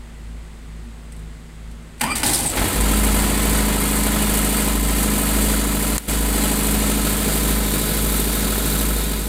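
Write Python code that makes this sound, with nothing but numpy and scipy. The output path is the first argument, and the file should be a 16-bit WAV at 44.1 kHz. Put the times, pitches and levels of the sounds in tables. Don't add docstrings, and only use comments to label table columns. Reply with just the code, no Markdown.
import sys
import numpy as np
from scipy import signal
from scipy.fft import rfft, irfft, next_fast_len
from scipy.io import wavfile
from scipy.ndimage import uniform_filter1d, minimum_filter1d

SR = 44100
rng = np.random.default_rng(int(sys.argv[2]) if len(sys.argv) > 2 else 0)


def wav_record(signal):
    frames = np.transpose(np.atleast_2d(signal))
    bounded = np.clip(frames, -1, 1)
    quanta = np.round(bounded * 32767).astype(np.int16)
    wavfile.write(sys.argv[1], SR, quanta)


N = 409248
TIME = np.arange(N) / SR
SIZE = next_fast_len(N, True)
HZ = np.fft.rfftfreq(SIZE, 1 / SR)

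CATCH_S = 2.52
WALK_S, WALK_LENGTH_S = 6.9, 0.9
# f/Hz, width/Hz, lift/dB
CASING_MODES = [(88, 9, 6), (478, 57, 2.5), (833, 61, 5.5), (995, 80, 6.5), (1330, 200, 1.5),
                (2100, 130, 3), (4680, 95, 5)]


def amp(db):
    return 10 ** (np.asarray(db) / 20)


def unit(x):
    return x / np.sqrt(np.mean(x ** 2) + 1e-20)


def noise():
    return rng.standard_normal(N)


def drift(hz):
    knots = rng.standard_normal(8000)
    return unit(np.interp(TIME * hz, np.arange(len(knots)), knots))


def sway(hz):
    knots = TIME[::256]
    rates_hz = np.geomspace(hz / 5, hz, 12)[:, None]
    waves = np.sin(2 * np.pi * (rates_hz * knots + rng.random((12, 1))))
    return unit(np.interp(TIME, knots, waves.sum(0)))


def colour(x, points, modes=()):
    f, db = np.transpose(points)
    gain = amp(np.interp(np.log(HZ + 1), np.log(f + 1), db))
    low_skirt = 1 + (.7 * f[0] / (HZ + 1)) ** 8
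    high_skirt = 1 + (HZ / (1.3 * f[-1])) ** 8
    gain = gain / np.sqrt(low_skirt * high_skirt)
    for hz, width_hz, lift_db in modes:
        gain = gain * (1 + (amp(lift_db) - 1) / (1 + (2 * (HZ - hz) / width_hz) ** 2))
    return irfft(rfft(x, SIZE) * unit(gain), SIZE)[:N]


def dying(s, gain, t60_s, rise_s=0.00023):
    age = TIME - s
    return gain * np.clip(age / rise_s, 0, 1) * np.exp(-np.log(1000) * np.maximum(age, 0) / t60_s)


def ramp(s, length_s):
    return np.clip((TIME - s) / length_s, 0, 1)


def settling(s, time_constant_s):
    return np.exp(-np.maximum(TIME - s, 0) / time_constant_s)


def arch(s, length_s):
    return np.cos(np.pi * (TIME - s) / length_s) * (abs(TIME - s) < length_s / 2)


def crank():
    # t/s, four-stroke cycle rate/Hz
    speed = [(2.01, 0), (2.3, 4), (2.5, 9.5), (2.6, 11.6), (2.8, 13.06), (3.05, 13.03), (3.25, 12.9),
             (3.5, 13.068)]
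    turns = np.cumsum(np.interp(TIME, *np.transpose(speed))) / SR
    return turns - turns[3 * SR] + .0012 * drift(6)


def yard():
    # multiple of firing rate, level/dB
    far_orders = [(1, 2.5), (1.5, -17), (2, -15.5), (2.999, -9.5), (3.501, -23), (4.25, -19)]
    # f/Hz, relative level/dB
    air_spectrum = [(15, -12), (25, -7), (37, -6.5), (59, -5.5), (80, -26), (165, -15.5), (189, -30),
                    (228, -14.5), (291, -29), (333, -25.5), (672, -34.5), (905, -32.5), (1040, -34),
                    (8270, -45.5), (15800, -59)]
    # f/Hz, width/Hz, lift/dB
    air_modes = [(51, 51, -25), (970, 120, -2), (2010, 190, 4), (5670, 1700, -5), (8200, 830, 4.5)]
    firing_hz, in_step_s = 53.785, 4.88
    hum_db, beat_db, beat_hz, beat_top_s = -35.5, 3, 2.2, 0.32
    in_step = 4 * (np.interp(in_step_s, TIME, crank()) - .09)
    turns = in_step + firing_hz * (TIME - in_step_s) + 0.031 * drift(3.4)
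    hum = sum(amp(db + 1.2 * drift(5.2)) * np.cos(2 * np.pi * k * turns) for k, db in far_orders)
    wash = colour(noise(), air_spectrum, air_modes)
    beat = beat_db * np.cos(2 * np.pi * beat_hz * (TIME - beat_top_s))
    return hum * amp(hum_db + beat) + amp(-42.5) * wash


def panel():
    # t/s, level/dB
    key_ticks = [(1.1217, -41), (1.1631, -46), (1.1925, -48), (1.224, -54), (1.7123, -48), (1.824, -55),
                 (1.979, -47), (1.997, -37)]
    # f/Hz, relative level/dB
    key_spectrum = [(2500, -12), (4500, -12), (6800, -15), (8400, -1), (10500, -10), (15500, -23)]
    # f/Hz, relative level/dB
    breaker_spectrum = [(200, -8), (1000, -4), (3000, -4), (6000, -7), (8800, 2), (11000, -1), (15500, -7)]
    breaker_s, snap_db, ring_db = 5.9803, 4, -22
    ticks = sum(dying(s, amp(db), t60_s=.07) for s, db in key_ticks)
    snap = dying(breaker_s, amp(snap_db), t60_s=.012, rise_s=.0003)
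    ring = dying(breaker_s, amp(ring_db), t60_s=.2)
    breaker = colour((snap + ring) * noise(), breaker_spectrum, [(4220, 120, 5)])
    return colour(ticks * noise(), key_spectrum) + breaker


def squeals():
    # middle t/s, length/s, f/Hz, pitch spread/Hz, level/dB
    squeal_rows = [(2.118, 0.044, 2372, 20, -16), (2.066, .03, 4900, 70, -29), (2.12, .07, 4800, 140, -26),
                   (2.242, .026, 4980, 80, -23), (2.117, 0.064, 8280, 152, -24),
                   (2.35, 0.044, 5250, 260, -19.5), (2.346, 0.027, 10550, 220, -15),
                   (2.47, 0.038, 8480, 232, -16.5), (2.497, 0.04, 7760, 220, -24)]
    total = 0
    for s, length_s, hz, spread_hz, db in squeal_rows:
        phase = 2 * np.pi * np.cumsum(hz + spread_hz * drift(900)) / SR
        total = total + amp(db) * arch(s, length_s) * np.sqrt(2) * np.sin(phase)
    return total


def cover_hum():
    note_hz, waver_hz, level_db = 85.5, 1.2, -32.5
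    start_s, rise_s, fade_s, fade_db_per_s = 2.3, 0.49, 3.2, 16
    level = ramp(start_s, rise_s) * amp(level_db - fade_db_per_s * np.maximum(TIME - fade_s, 0))
    phase = 2 * np.pi * np.cumsum(note_hz + waver_hz * drift(20)) / SR
    return level * np.sqrt(2) * np.sin(phase)


def cold_knocks():
    # t/s, level/dB
    bangs = [(2.566, -18), (2.648, -25)]
    # f/Hz, relative level/dB
    bang_spectrum = [(200, -7), (700, -3), (1050, -9), (1700, -3), (2500, -5), (4500, -12), (9000, -15)]
    envelope = sum(dying(s, amp(db), t60_s=.23, rise_s=.013) for s, db in bangs)
    return colour(envelope * noise(), bang_spectrum, CASING_MODES)


def starter():
    # t/s, length/s, first mesh f/Hz, last mesh f/Hz, whine/dB, groan/dB, grind/dB, scrape/dB,
    # shudder/dB, fade t60/s
    heaves = [(2.008, 0.115, 830, 1200, -15.5, -22, -23, -29, -12, .17),
              (2.232, 0.22, 840, 785, -22, -19.5, -27.5, -19, -18, .25)]
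    # t/s, clunk/dB, metal clash/dB, t60/s
    gear_blows = [(2.009, -6, -6, 0.057), (2.034, -19, -16.5, 0.13), (2.152, -47, -18.5, 0.22),
                  (2.231, -8, -3.5, 0.031), (2.259, -29, -13, 0.23), (2.330, -46, -15.5, 0.39)]
    # f/Hz, relative level/dB
    groan_spectrum = [(40, 1.5), (90, -4.5), (150, -2), (240, -5.5), (300, -1), (420, -11), (700, -9.5)]
    grind_spectrum = [(240, -42), (400, -16), (463, -7), (817, 0.5), (1040, 2), (1150, -4), (1360, -1),
                      (1710, -5), (1850, -0.5), (2320, 2), (2590, 0.5), (4780, -20), (6000, -21),
                      (7800, -45), (13200, -120)]
    scrape_spectrum = [(2060, -11), (3500, -2.5), (4890, -1), (5210, -7), (5650, -4.5), (6620, -4),
                       (8570, 6), (10800, -1.5), (11400, -4), (12900, -3), (15800, -12)]
    # f/Hz, width/Hz, lift/dB
    housing_modes = [(840, 90, 6.5), (1474, 90, 8), (1780, 90, 8), (2027, 110, 7.5), (2400, 70, 3),
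                     (3060, 350, 7), (4970, 120, 7), (8080, 200, 6)]
    rise_s, coast_db = .022, -8
    spin_s, whine_t60_s, overtone_db = .105, 1.2, -10
    mesh_unsteady, mesh_flicker_db = .035, 3.5
    growl_hz, growl_depth = 50, .5
    frame_hz, frame_waver_hz, frame_t60_s = 230.4, 13, .51
    whine, frame, groan, grind, scrape = np.zeros((5, N))
    ends_s = [row[0] for row in heaves[1:]] + [CATCH_S]
    for row, end_s in zip(heaves, ends_s):
        s, length_s, first_hz, last_hz, whine_db, groan_db, grind_db, scrape_db, shudder_db, t60_s = row
        push = ramp(s, rise_s) * settling(s + length_s, t60_s / np.log(1000))
        coast = amp(coast_db) * ramp(s, rise_s) * (1 - ramp(end_s, rise_s))
        effort = np.maximum(push, coast)
        hz = first_hz + (last_hz - first_hz) * np.sin(np.pi / 2 * ramp(s, spin_s)) ** 2
        mesh = 2 * np.pi * np.cumsum(hz * (1 + mesh_unsteady * drift(400))) / SR
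        tones = sum(amp(overtone_db * k) * np.sin((k + 1) * mesh) for k in range(3))
        whine += dying(s, amp(whine_db), whine_t60_s) * push * tones
        frame += dying(s, amp(shudder_db), frame_t60_s, rise_s)
        groan += amp(groan_db) * effort
        grind += amp(grind_db) * effort
        scrape += amp(scrape_db) * effort
    whine *= 1 + growl_depth * np.cos(2 * np.pi * growl_hz * TIME)
    teeth = 1 + .12 * np.cos(2 * np.pi * 110 * crank())
    clunk = sum(dying(s, amp(db), t60_s, rise_s=.0036) for s, db, _, t60_s in gear_blows)
    clash = sum(dying(s, amp(db), t60_s, rise_s=.0054) for s, _, db, t60_s in gear_blows)
    body = colour((grind * teeth + clunk) * noise(), grind_spectrum, housing_modes)
    bright = colour((scrape * teeth + clash) * amp(2 * drift(600)) * noise(), scrape_spectrum)
    shudder = frame * np.sin(2 * np.pi * np.cumsum(frame_hz + frame_waver_hz * drift(80)) / SR)
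    low = groan * colour(noise(), groan_spectrum)
    return low + shudder + whine * amp(mesh_flicker_db * drift(250)) + body + bright


def firings(turns, place, uneven_db, jitter_s):
    at = np.flatnonzero(np.diff(np.floor(turns - place)) > 0)
    late, size = rng.standard_normal((200, 2))[:len(at)].T
    train = np.zeros(N)
    train[np.clip(at + np.round(late * jitter_s * SR).astype(int), 0, N - 1)] = amp(uneven_db * size)
    return train


def tappets(turns):
    count, low_hz, high_hz, t60_s = 12, 700, 5200, .012
    detune_share, uneven_db = .03, 6
    age = np.arange(SR // 100) / SR
    places = rng.permutation(np.linspace(0, 1, count * 4)).reshape(count, 4, 1)
    notes_hz = low_hz * (high_hz / low_hz) ** places
    step = np.floor(turns * count).astype(int)
    fade, taps = amp(-60 * age / t60_s), np.zeros(N + len(age))
    for at in np.flatnonzero(np.diff(step)):
        size, detune, phase = rng.standard_normal((3, 4, 1))
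        hz = notes_hz[step[at] % count] * (1 + detune_share * detune)
        modes = amp(uneven_db * np.clip(size, -2, 1.5)) * np.sin(2 * np.pi * (hz * age + phase))
        taps[at:at + len(age)] += fade * modes.sum(0)
    return unit(taps[:N])


def reflections(x):
    count, echo_db, sway_m, sway_hz = 9, -10, .16, 1.1
    delay_s, facing = rng.uniform(.0008, .009, count), rng.uniform(-1, 1, count)
    size = amp(echo_db) * rng.choice([-1, 1], count) / np.sqrt(count)
    moved_s = sway_m * sway(sway_hz) / 343
    high = x - signal.sosfiltfilt(signal.butter(2, 700, fs=SR, output="sos"), x)
    return x + sum(g * np.interp(TIME - d - f * moved_s, TIME, high) for g, d, f in zip(size, delay_s, facing))


def running():
    # middle t/s, length/s, change/dB
    dips = [(4.85, 0.32, -2.2), (5.767, 0.61, -1.2), (6.24, 0.23, -2)]
    drone_db, knock_db, rattle_db = -23.3, -27.1, -27.3
    recede_db_per_s, turn_s, turn_db_per_s = .55, 8.8, 11.5
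    boom_s, boom_rise_s, boom_db = 2.72, .09, -23.2
    surge_db, surge_decay_s = 5.5, .22
    dip_db = sum(db * arch(s, length_s) for s, length_s, db in dips)
    near = amp(dip_db - turn_db_per_s * np.maximum(TIME - turn_s, 0))
    firing = ramp(CATCH_S, .017) * near
    away_db = recede_db_per_s * np.maximum(TIME - WALK_S, 0)
    cough = amp(-23) * arch(2.6, .12)
    swell_db = surge_db * settling(boom_s + boom_rise_s, surge_decay_s)
    boom = cough + ramp(boom_s, boom_rise_s) * amp(boom_db + swell_db - .25 * away_db + drift(6.7))
    drone = ramp(CATCH_S, .033) * near * amp(drone_db + settling(CATCH_S, .21) - away_db)
    knock = firing * amp(knock_db - away_db + .32 * (TIME - CATCH_S))
    shaken = firing * (1 - settling(CATCH_S - .15, .15))
    rattle = shaken * amp(rattle_db - away_db - settling(CATCH_S, 3))
    return boom, drone, knock, rattle


def diesel():
    # multiple of cycle rate, relative level/dB
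    orders = [(8, -11), (12, -2.5), (14, -8), (16, 3.5), (18, -10), (20, -9), (21, -10), (22, -1.5),
              (24, -11), (28, -10), (32, -14), (36, -19), (37, -21.5), (51, -25.5), (64, -19.5), (76, -17),
              (96, -21)]
    # place in cycle/0-1, knock/dB, rattle/dB
    cylinders = [(.11, 4.5, 5), (.42, 2.5, 7.5), (.585, 3.5, 3), (.86, 4.5, 9)]
    # f/Hz, relative level/dB
    tap_spectrum = [(500, 6), (1000, -1.5), (1500, -1), (2200, -6), (3300, -6), (4700, -6.5), (6000, -3),
                    (15000, 5)]
    clatter_spectrum = [(25, 3), (60, -23), (90, 0), (140, 1), (240, 2.5), (450, 2), (620, -2), (950, -8.5),
                        (1500, -4.5), (2700, -5), (4300, -5), (5500, -14.5), (6500, -8.5), (7500, -4)]
    rattle_spectrum = [(3240, -41), (5500, -13.5), (6770, -14.5), (7560, -3), (8290, 0.5), (10800, -3.5),
                       (13500, -3), (15100, -5), (15800, -28)]
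    chug_spectrum = [(35, -3), (48, 3), (70, 2), (92, 6), (150, 1), (260, 6), (400, -3), (650, -10),
                     (1000, -8), (1600, -25)]
    # f/Hz, relative level/dB
    key_place = [(30, 5.5), (500, 1.5), (2000, 2.5), (4000, 1.5), (9000, 0.5), (15800, -0.5)]
    # f/Hz, width/Hz, lift/dB
    key_place_modes = [(960, 200, 2.5), (2100, 350, 1.5)]
    # f/Hz, relative level/dB
    side_place = [(50, 1), (140, 6.5), (230, 4), (370, 2.5), (750, -2), (1200, -1.4), (2100, -1.1),
                  (3700, -1.4), (5200, 2), (8000, -0.4), (14000, 4)]
    # f/Hz, width/Hz, lift/dB
    side_place_modes = [(810, 40, 0), (1070, 39, 3), (1490, 140, 4.5), (2270, 90, 2.5), (3730, 460, 6)]
    # f/Hz, relative level/dB
    side_drone = [(50, -6), (157, -1), (209, -3.5), (290, -5), (370, 0), (14000, 0)]
    knock_t60_s, ring_t60_s, chug_t60_s = .45, .2, .07
    shake_rise_s, shake_hold_s, shake_t60_s, shake_floor = .001, .007, .06, 1.1
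    even_s, even_decay_s, ragged_left = 2.68, .1, .15
    boom, drone, knock, rattle = running()
    turns = crank()
    age = np.arange(SR // 6) / SR
    burst = np.minimum(age / shake_rise_s, 1) * amp(-60 * np.maximum(age - shake_hold_s, 0) / shake_t60_s)
    ring, blows, shaking = np.zeros((3, N))
    for place, knock_db, rattle_db in cylinders:
        train = firings(turns, place, uneven_db=1.3, jitter_s=.00006)
        response = rng.standard_normal(len(age)) * amp(knock_db - 60 * age / ring_t60_s)
        ring += signal.oaconvolve(train, response)[:N]
        blows += amp(knock_db) * train
        shaking += amp(rattle_db) * train
    strokes = unit(signal.oaconvolve(blows, amp(-60 * age / chug_t60_s))[:N])
    blows = unit(signal.oaconvolve(blows, amp(-60 * age / knock_t60_s))[:N])
    shaking = unit(signal.oaconvolve(shaking, burst)[:N])
    ring = signal.lfilter(*signal.butter(1, [350, 2400], "bandpass", fs=SR), unit(ring))
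    loose = unit((1.6 + blows) * amp(drift(500) + .7 * drift(14)) * noise())
    loose = loose - .5 * signal.lfilter(*signal.butter(1, [450, 4000], "bandpass", fs=SR), loose)
    clatter = colour(ring + loose, clatter_spectrum, CASING_MODES)
    clatter = clatter + amp(-7.5) * colour(tappets(turns), tap_spectrum)
    flares = noise() * np.clip(amp(5 * drift(1500)), 0, 5)
    shake = (shake_floor + shaking) * amp(.9 * drift(11))
    hiss = amp(1.3 * drift(600)) * noise()
    fizz = colour(unit(shake * (hiss + .45 * flares)), rattle_spectrum)
    metal = knock * clatter + rattle * fizz
    at_key, at_side = 1 - ramp(3.56, 2.2), ramp(WALK_S, WALK_LENGTH_S)
    at_panel = at_key * colour(metal, key_place, key_place_modes) + (1 - at_key) * metal
    beside = colour(metal, side_place, side_place_modes)
    metal = reflections((1 - at_side) * at_panel + at_side * beside)
    stumble = ragged_left + (1 - ragged_left) * settling(even_s, even_decay_s)
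    tones = sum(amp(db + 1.23 * drift(9)) * np.cos(2 * np.pi * (k * turns + rng.random())) for k, db in orders)
    chugs = colour(strokes * noise(), chug_spectrum)
    casing = (1 - stumble) * unit(tones) + amp(-1.2) * stumble * chugs
    casing = (1 - at_side) * casing + at_side * colour(casing, side_drone)
    exhaust = np.sqrt(2) * np.cos(2 * np.pi * 4 * (turns - .09))
    return boom * exhaust + drone * casing + metal


def scene():
    return (yard() + panel() + squeals() + cover_hum() + cold_knocks() + starter() + diesel())[None]


def record(dry):
    ceiling, clip_level, edge_hz = .21, .47, 15900
    sensed = signal.lfilter(*signal.butter(2, 500, "high", fs=SR), dry[0])
    level = np.sqrt(abs(uniform_filter1d(sensed ** 2, round(.002 * SR))))
    allowed = np.minimum(1, ceiling / (level + 1e-9))
    hold, ahead = round(.106 * SR), round(.007 * SR)
    held = minimum_filter1d(allowed, hold, origin=hold // 2 - ahead)
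    x = dry[0] * uniform_filter1d(held, ahead)
    x = x / (1 + (x / clip_level) ** 8) ** (1 / 8)
    lowpass = signal.firwin(511, edge_hz, window=("kaiser", 9), fs=SR)
    return signal.oaconvolve(x, lowpass, "same")[None]


dry = scene()
out = record(dry)
wav_record(out)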